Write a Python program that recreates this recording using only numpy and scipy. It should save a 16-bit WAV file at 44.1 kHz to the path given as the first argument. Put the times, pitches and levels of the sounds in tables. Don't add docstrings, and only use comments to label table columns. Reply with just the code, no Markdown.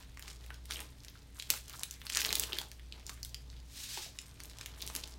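import sys
import numpy as np
from scipy import signal
from scipy.fft import rfft, irfft, next_fast_len
from scipy.io import wavfile
from scipy.ndimage import uniform_filter1d

SR = 44100
rng = np.random.default_rng(int(sys.argv[2]) if len(sys.argv) > 2 else 0)


def int16_out(signal):
    q = np.round(np.clip(np.atleast_2d(signal).T, -1, 1) * 32767)
    wavfile.write(sys.argv[1], SR, q.astype(np.int16))


N = 228521
TIME = np.arange(N) / SR

# t/s,
# level/dB, centre f/Hz, width/centre, crack level/dB against the body
SHARP_SNAPS = [(0.173, -24.5, 1600, 3.6, -21), (0.195, -23, 2020, 1.2, 2.5),
               (0.2248, -23.5, 3940, 2.5, -12), (0.2798, -22, 3130, 1.8, -17),
               (0.4628, -30.5, 2550, 0.3, 4), (0.5046, -21, 1520, 1.7, -13), (0.5434, -29, 4900, 1.1, -16),
               (0.6561, -28, 5250, 2.5, -30), (0.7088, -12.5, 2770, 2, -32), (0.721, -16, 3500, 1.4, -24),
               (0.759, -17, 3050, 0.42, -27), (0.8039, -19.5, 4000, 3.6, -6), (1.048, -26, 3950, 2.2, -22),
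               (1.0832, -24.5, 4180, 1.34, -23), (1.154, -33.5, 1330, 0.45, -12),
               (1.3986, -14.5, 3800, 0.7, -41), (1.424, -18.5, 4280, 1.6, -17), (1.503, 2, 5300, 2.6, -26),
               (1.5087, -8, 6450, 1.2, -26), (1.5385, -16.5, 1820, 2.5, -27), (1.6806, -28, 3000, 2.4, 0),
               (1.6966, -22.5, 4770, 2.3, -6), (1.7296, -27, 3970, 3.3, 14),
               (1.7946, -20.5, 7300, 0.94, -24), (1.834, -8.5, 4970, 2.5, -33),
               (1.9103, -16.5, 6200, 0.48, -2.5), (2.0166, -23.5, 1860, 1.8, -39),
               (2.0674, -16.5, 3200, 1.8, -20), (2.0993, -10.5, 3650, 1.8, -26),
               (2.1225, -16.5, 4100, 1.9, -27), (2.149, -9.5, 4600, 0.99, -29),
               (2.1559, -15, 6460, 0.57, -25), (2.1716, -2, 3760, 2.4, -29),
               (2.205, -12.5, 3100, 5.3, -27), (2.217, -9, 3040, 1.6, -23),
               (2.2489, -5.5, 4000, 1.15, -34), (2.2579, -12.5, 3250, 3.9, -27),
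               (2.264, -11.5, 3830, 2.6, -15), (2.291, -9.5, 4050, 0.22, -10),
               (2.3055, -11.5, 3200, 1.7, -24), (2.3278, -4, 3630, 2.7, -16), (2.3543, -3, 4630, 0.79, 10),
               (2.397, -2, 5600, 4.8, 12), (2.4365, -9.5, 4000, 1, -7), (2.5229, -16, 3150, 0.46, -19),
               (2.5315, -9, 3350, 0.76, -11), (2.5863, -7.5, 3700, 0.77, -4),
               (2.6153, -18, 3500, 2.2, -13), (2.716, -23.5, 4930, 2, -30), (2.7958, -31, 2630, 0.75, -9),
               (2.924, -19.5, 3420, 0.7, -47), (3.0663, -19, 6500, 0.57, -7), (3.0944, -18, 2200, 3, -23),
               (3.098, -21.5, 5370, 2.2, -27), (3.2307, -15, 5300, 0.42, -4),
               (3.2489, -17.5, 3970, 0.43, 8), (3.294, -32, 5900, 1.3, -27),
               (3.3449, -15, 4830, 1.13, -24), (3.501, -30, 4170, 1, -37), (3.9746, -19, 1810, 2.9, -29),
               (4.188, -15, 4100, 0.92, -21), (4.403, -21.5, 1910, 3.6, -22),
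               (4.4358, -24, 7900, 1.1, -27), (4.4557, -27.5, 4930, 4.2, 10), (4.498, -27, 5600, 1.9, -32),
               (4.586, -23.5, 4840, 1.5, -27), (4.6117, -19, 3160, 1.7, -27),
               (4.6605, -16.5, 3800, 1.65, -8), (4.8185, -18, 4000, 0.25, 11),
               (4.8229, -14.5, 4140, 0.69, -31), (4.8653, -21, 10000, 2.7, -8),
               (4.876, -15.5, 5260, 1.9, -27), (4.8999, -22.5, 1470, 2.5, -27),
               (4.9517, -11, 5000, 6.9, -24), (4.9627, -11, 6050, 1.4, -27), (5.0757, -27, 4200, 5.5, -10)]
# delay t/s, level/dB
ECHOES = [(.0056, -16), (.0072, -62), (0.0132, -38)]
# centre f/Hz, relative level/dB
SMALL_CREASES = [(1900, -3), (4000, -1), (8000, 0)]
# start t/s, hold t/s, relative rustle level/dB, rustle f/Hz, relative flapping level/dB
HAND_SQUEEZES = [(.01, 0.013, -59, 3200, -81), (0.259, 0.035, -55, 4360, -62.5),
                 (0.405, 0.14, -67, 4370, -68), (0.716, 0.011, -48, 4680, -59),
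                 (0.786, 0.013, -50.5, 3640, -54), (1.03, 0.14, -65.5, 4140, -76),
                 (1.386, 0.035, -56, 5340, -89), (1.521, 0.016, -46, 7600, -61),
                 (1.679, 0.13, -55, 5400, -69.5), (1.913, 0.04, -61.5, 6140, -74),
                 (2.037, .03, -59, 4500, -72), (2.108, 0.022, -49, 4770, -62),
                 (2.162, 0.05, -39.5, 5150, -58), (2.258, 0.074, -46.5, 4000, -51.5),
                 (2.343, 0.086, -45.5, 6860, -54), (2.501, 0.092, -52, 4500, -54.5),
                 (2.942, 0.06, -64, 4230, -65), (3.078, 0.021, -55.5, 6900, -62),
                 (3.247, 0.023, -63, 6060, -77), (3.538, 0.038, -66.5, 4330, -71),
                 (4.153, 0.15, -64, 4470, -73), (4.406, 0.065, -62, 4200, -68.5),
                 (4.545, 0.29, -61.5, 4300, -66.5), (4.834, 0.066, -52.5, 5630, -59),
                 (4.961, 0.015, -52.5, 5840, -56.5), (5.033, 0.1, -60.5, 3560, -63.5)]
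# f/Hz, relative level/dB
FLAP_SPECTRUM = [(100, -15), (200, -3), (350, 1), (600, -4), (1000, -5), (2000, -18.5), (5000, -32.5)]
# f/Hz, relative level/dB
RUB_SPECTRUM = [(300, -31), (1200, -12), (2200, -5), (3800, 0.5), (5500, -1.5), (7500, -10.5), (10000, -35)]
# f/Hz, relative level/dB
HISS_SPECTRUM = [(3000, -21), (6000, 1), (8000, 1), (11000, -4.5), (16000, -8)]
# t/s, level/dB, f/Hz, t/s to fade by 60 dB
ROD_KNOCKS = [(0.507, -29, 1500, 0.029), (1.505, -25.5, 534, 0.016), (2.532, -25, 365, 0.051),
              (2.614, -25.5, 875, 0.02), (3.097, -29, 1180, 0.012), (3.9739, -22, 870, 0.017),
              (3.975, -29, 362, 0.068), (4.063, -30, 644, 0.022), (4.958, -25.5, 260, 0.032)]
# t/s, relative level/dB
FAN_LEVELS = [(0, -54), (.4, -50), (1.3, -55), (1.6, -55), (2.5, -53), (2.8, -52), (3.45, -49),
              (4.0, -58.5), (4.6, -52.5), (5.18, -52.5)]
# f/Hz, relative level/dB
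AIR_SPECTRUM = [(15, -18), (27, 1.5), (38, -3.5), (58, -0.5), (80, -2), (118, -1), (160, -7.5),
                (280, -16.5), (500, -21), (1200, -29.5), (4000, -26), (16000, -42)]

GRIP_DB, GRIP_HZ, GRIP_FLAP_DB = -72.5, 4450, -75.5


def snaps(crack_hz=9400, room_db=-9, facing=0.15):
    out = np.zeros(N)
    for s, db, hz, width, crack_db in SHARP_SNAPS:
        push = buckle()
        body = unit_energy(resonate(push, hz, width))
        crack = unit_energy(resonate(push, crack_hz, width=2.9))
        snap = unit_energy(cut(body + undb(crack_db) * crack, hz=560, kind="high"))
        paths = undb(room_db - facing * db) * room_tail()
        paths[0] += 1
        for (delay, echo_db), shift in zip(ECHOES, rng.uniform(-1.2, 1, len(ECHOES))):
            paths[int(delay * (1 + .1 * shift) * SR)] += undb(echo_db)
        add(out, s, undb(db) * signal.fftconvolve(snap, paths))
    return out


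def buckle(jerk_db=-2, jerk_fade_s=0.0058, shiver_db=-8, shiver_fade_s=0.017):
    push = undb(jerk_db) * unit_energy(fading_noise(jerk_fade_s, size=1024))
    push += undb(shiver_db) * unit_energy(fading_noise(shiver_fade_s, size=1024))
    push[0] += 1
    for _ in range(3):
        push = signal.lfilter([-.65, 1], [1, -.65], push)
    return push


def squeezes(attack_s=0.026, release_s=0.051):
    power, flap_power = undb(GRIP_DB) ** 2, undb(GRIP_FLAP_DB) ** 2
    weighted_hz = power * GRIP_HZ
    for s, hold, db, hz, flap_db in HAND_SQUEEZES:
        before, after = np.maximum(s - TIME, 0), np.maximum(TIME - s - hold, 0)
        envelope = np.exp(-before / attack_s - after / release_s)
        squeeze = (undb(db) * envelope) ** 2
        power += squeeze
        weighted_hz += squeeze * hz
        flap_power += (undb(flap_db) * envelope) ** 2
    return 10 * np.log10(power), weighted_hz / power, 10 * np.log10(flap_power)


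def ticks(level_db, gain_db=-3, resting_per_s=8, doubling_db=9, growth=0.54):
    effort_db = level_db - GRIP_DB
    per_s = resting_per_s * 2 ** (effort_db / doubling_db)
    creases = 0
    for hz, db in SMALL_CREASES:
        pushes = signal.fftconvolve(slips(per_s, spread_db=4), buckle())[:N]
        creases += undb(db) * unit(resonate(pushes, hz, width=0.87))
    return in_room(unit(creases) * undb(GRIP_DB + growth * effort_db + gain_db), room_db=0)


def rustle(level_db, centre_hz, gain_db=2, shift_db=5.5):
    bands, power = 0, 0
    for hz in np.geomspace(900, 14000, 9):
        octaves = np.log2(hz / centre_hz)
        slope_db = np.minimum(6 * octaves, -8 * octaves)
        gain = undb(slope_db + shift_db * drift(25.02))
        bands += gain * unit(resonate(slips(1600, spread_db=7), hz, width=0.71))
        power += gain ** 2
    spurts = unit(undb(3.16 * drift(110)))
    return in_room(bands / np.sqrt(power) * spurts * undb(level_db + gain_db), room_db=-12.5)


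def flap(level_db, gain_db=-2):
    sheet = colour(slips(500, spread_db=2.6), FLAP_SPECTRUM)
    return in_room(sheet * undb(level_db + gain_db), room_db=-3.5)


def rod_slide(full_speed_s=3.78, rise_s=0.095, run_s=0.27, release_s=0.068):
    t = TIME - full_speed_s
    drawn_s = np.clip(t, 0, run_s)
    slack = np.maximum(-t / rise_s, 0) + np.maximum((t - run_s) / release_s, 0)
    level_db = -50.5 + 18.5 * drawn_s - 18 * slack
    hiss_db = -0.5 - 12 * drawn_s
    rub = colour(slips(9000, spread_db=1), RUB_SPECTRUM)
    hiss = undb(hiss_db) * colour(slips(7400, spread_db=2.3), HISS_SPECTRUM)
    rough_db = 1.5 * drift(90)
    return in_room((rub + hiss) * undb(level_db + rough_db), room_db=-9.5)


def knocks():
    out, t = np.zeros(N), TIME[:SR // 4]
    for s, db, hz, fade_s in ROD_KNOCKS:
        note = np.sin(2 * np.pi * hz * t) * np.exp(-np.log(1000) * t / fade_s)
        add(out, s, undb(db) * unit_energy(note))
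    return in_room(out, room_db=-2)


def room_tail(low_fade_s=0.26, high_fade_s=0.23, split_hz=7000, build_s=0.00061):
    lows = cut(fading_noise(low_fade_s, size=14000), split_hz, "low")
    highs = cut(fading_noise(high_fade_s, size=14000), split_hz, "high")
    build_up = 1 - np.exp(-(TIME[:len(lows)] / build_s) ** 2)
    return unit_energy((lows + highs) * build_up)


def in_room(x, room_db):
    return x + undb(room_db) * signal.fftconvolve(x, room_tail())[:N]


def ventilation(hum_hz=59.64, hum_gain_db=-1, octave_db=-15, duct_hz=272, duct_db=-74, air_db=-58.5):
    level_db = np.interp(TIME, *np.transpose(FAN_LEVELS)) + hum_gain_db
    phase = 2 * np.pi * np.cumsum(hum_hz + 1.27 * drift(5.4)) / SR
    hum = np.sin(phase) * undb(1.6 * drift(7.93))
    hum += np.sin(2 * phase) * undb(octave_db + 2.9 * drift(21))
    duct_phase = 2 * np.pi * np.cumsum(duct_hz + 6 * drift(20)) / SR
    duct = np.sin(duct_phase) * undb(duct_db + 2.4 * drift(13))
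    air = undb(air_db) * colour(rng.standard_normal(N), AIR_SPECTRUM)
    return np.sqrt(2) * (hum * undb(level_db) + duct) + air


def slips(per_s, spread_db):
    size = undb(spread_db * np.minimum(rng.exponential(size=N), 4))
    return (rng.random(N) < per_s / SR) * size * rng.choice([-1, 1], N)


def drift(per_s):
    span = int(SR / per_s)
    steps = np.repeat(rng.standard_normal(N // span + 1), span)
    return unit(uniform_filter1d(uniform_filter1d(steps, span), span)[:N])


def fading_noise(fade_s, size):
    return rng.standard_normal(size) * np.exp(-np.log(1000) * np.arange(size) / SR / fade_s)


def colour(x, spectrum):
    hz, db = np.transpose(spectrum)
    size = next_fast_len(len(x), True)
    bins = np.maximum(np.fft.rfftfreq(size, 1 / SR), 1)
    gain = undb(np.interp(np.log(bins), np.log(hz), db))
    return unit(irfft(rfft(x, size) * gain, size)[:len(x)])


def resonate(x, hz, width):
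    size = next_fast_len(len(x), True)
    ratio = np.maximum(np.fft.rfftfreq(size, 1 / SR), 1) / hz
    return irfft(rfft(x, size) / (1 + 1j * (ratio - 1 / ratio) / width) ** 2, size)[:len(x)]


def cut(x, hz, kind):
    return signal.sosfilt(signal.butter(2, hz, kind, fs=SR, output="sos"), x)


def undb(db):
    return 10 ** (np.asarray(db) / 20)


def unit(x):
    return x / np.sqrt(np.mean(x ** 2))


def unit_energy(x):
    return x / np.sqrt(np.sum(x ** 2))


def add(out, s, x):
    start = int(s * SR)
    out[start:start + len(x)] += x[:N - start]


def scene():
    level_db, centre_hz, flap_db = squeezes()
    wrapper = snaps() + ticks(level_db) + rustle(level_db, centre_hz) + flap(flap_db)
    return (wrapper + rod_slide() + knocks() + ventilation())[None]


def record(dry):
    return signal.sosfilt(signal.ellip(8, .2, 70, 15800, fs=SR, output="sos"), dry)


dry = scene()
out = record(dry)
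int16_out(out)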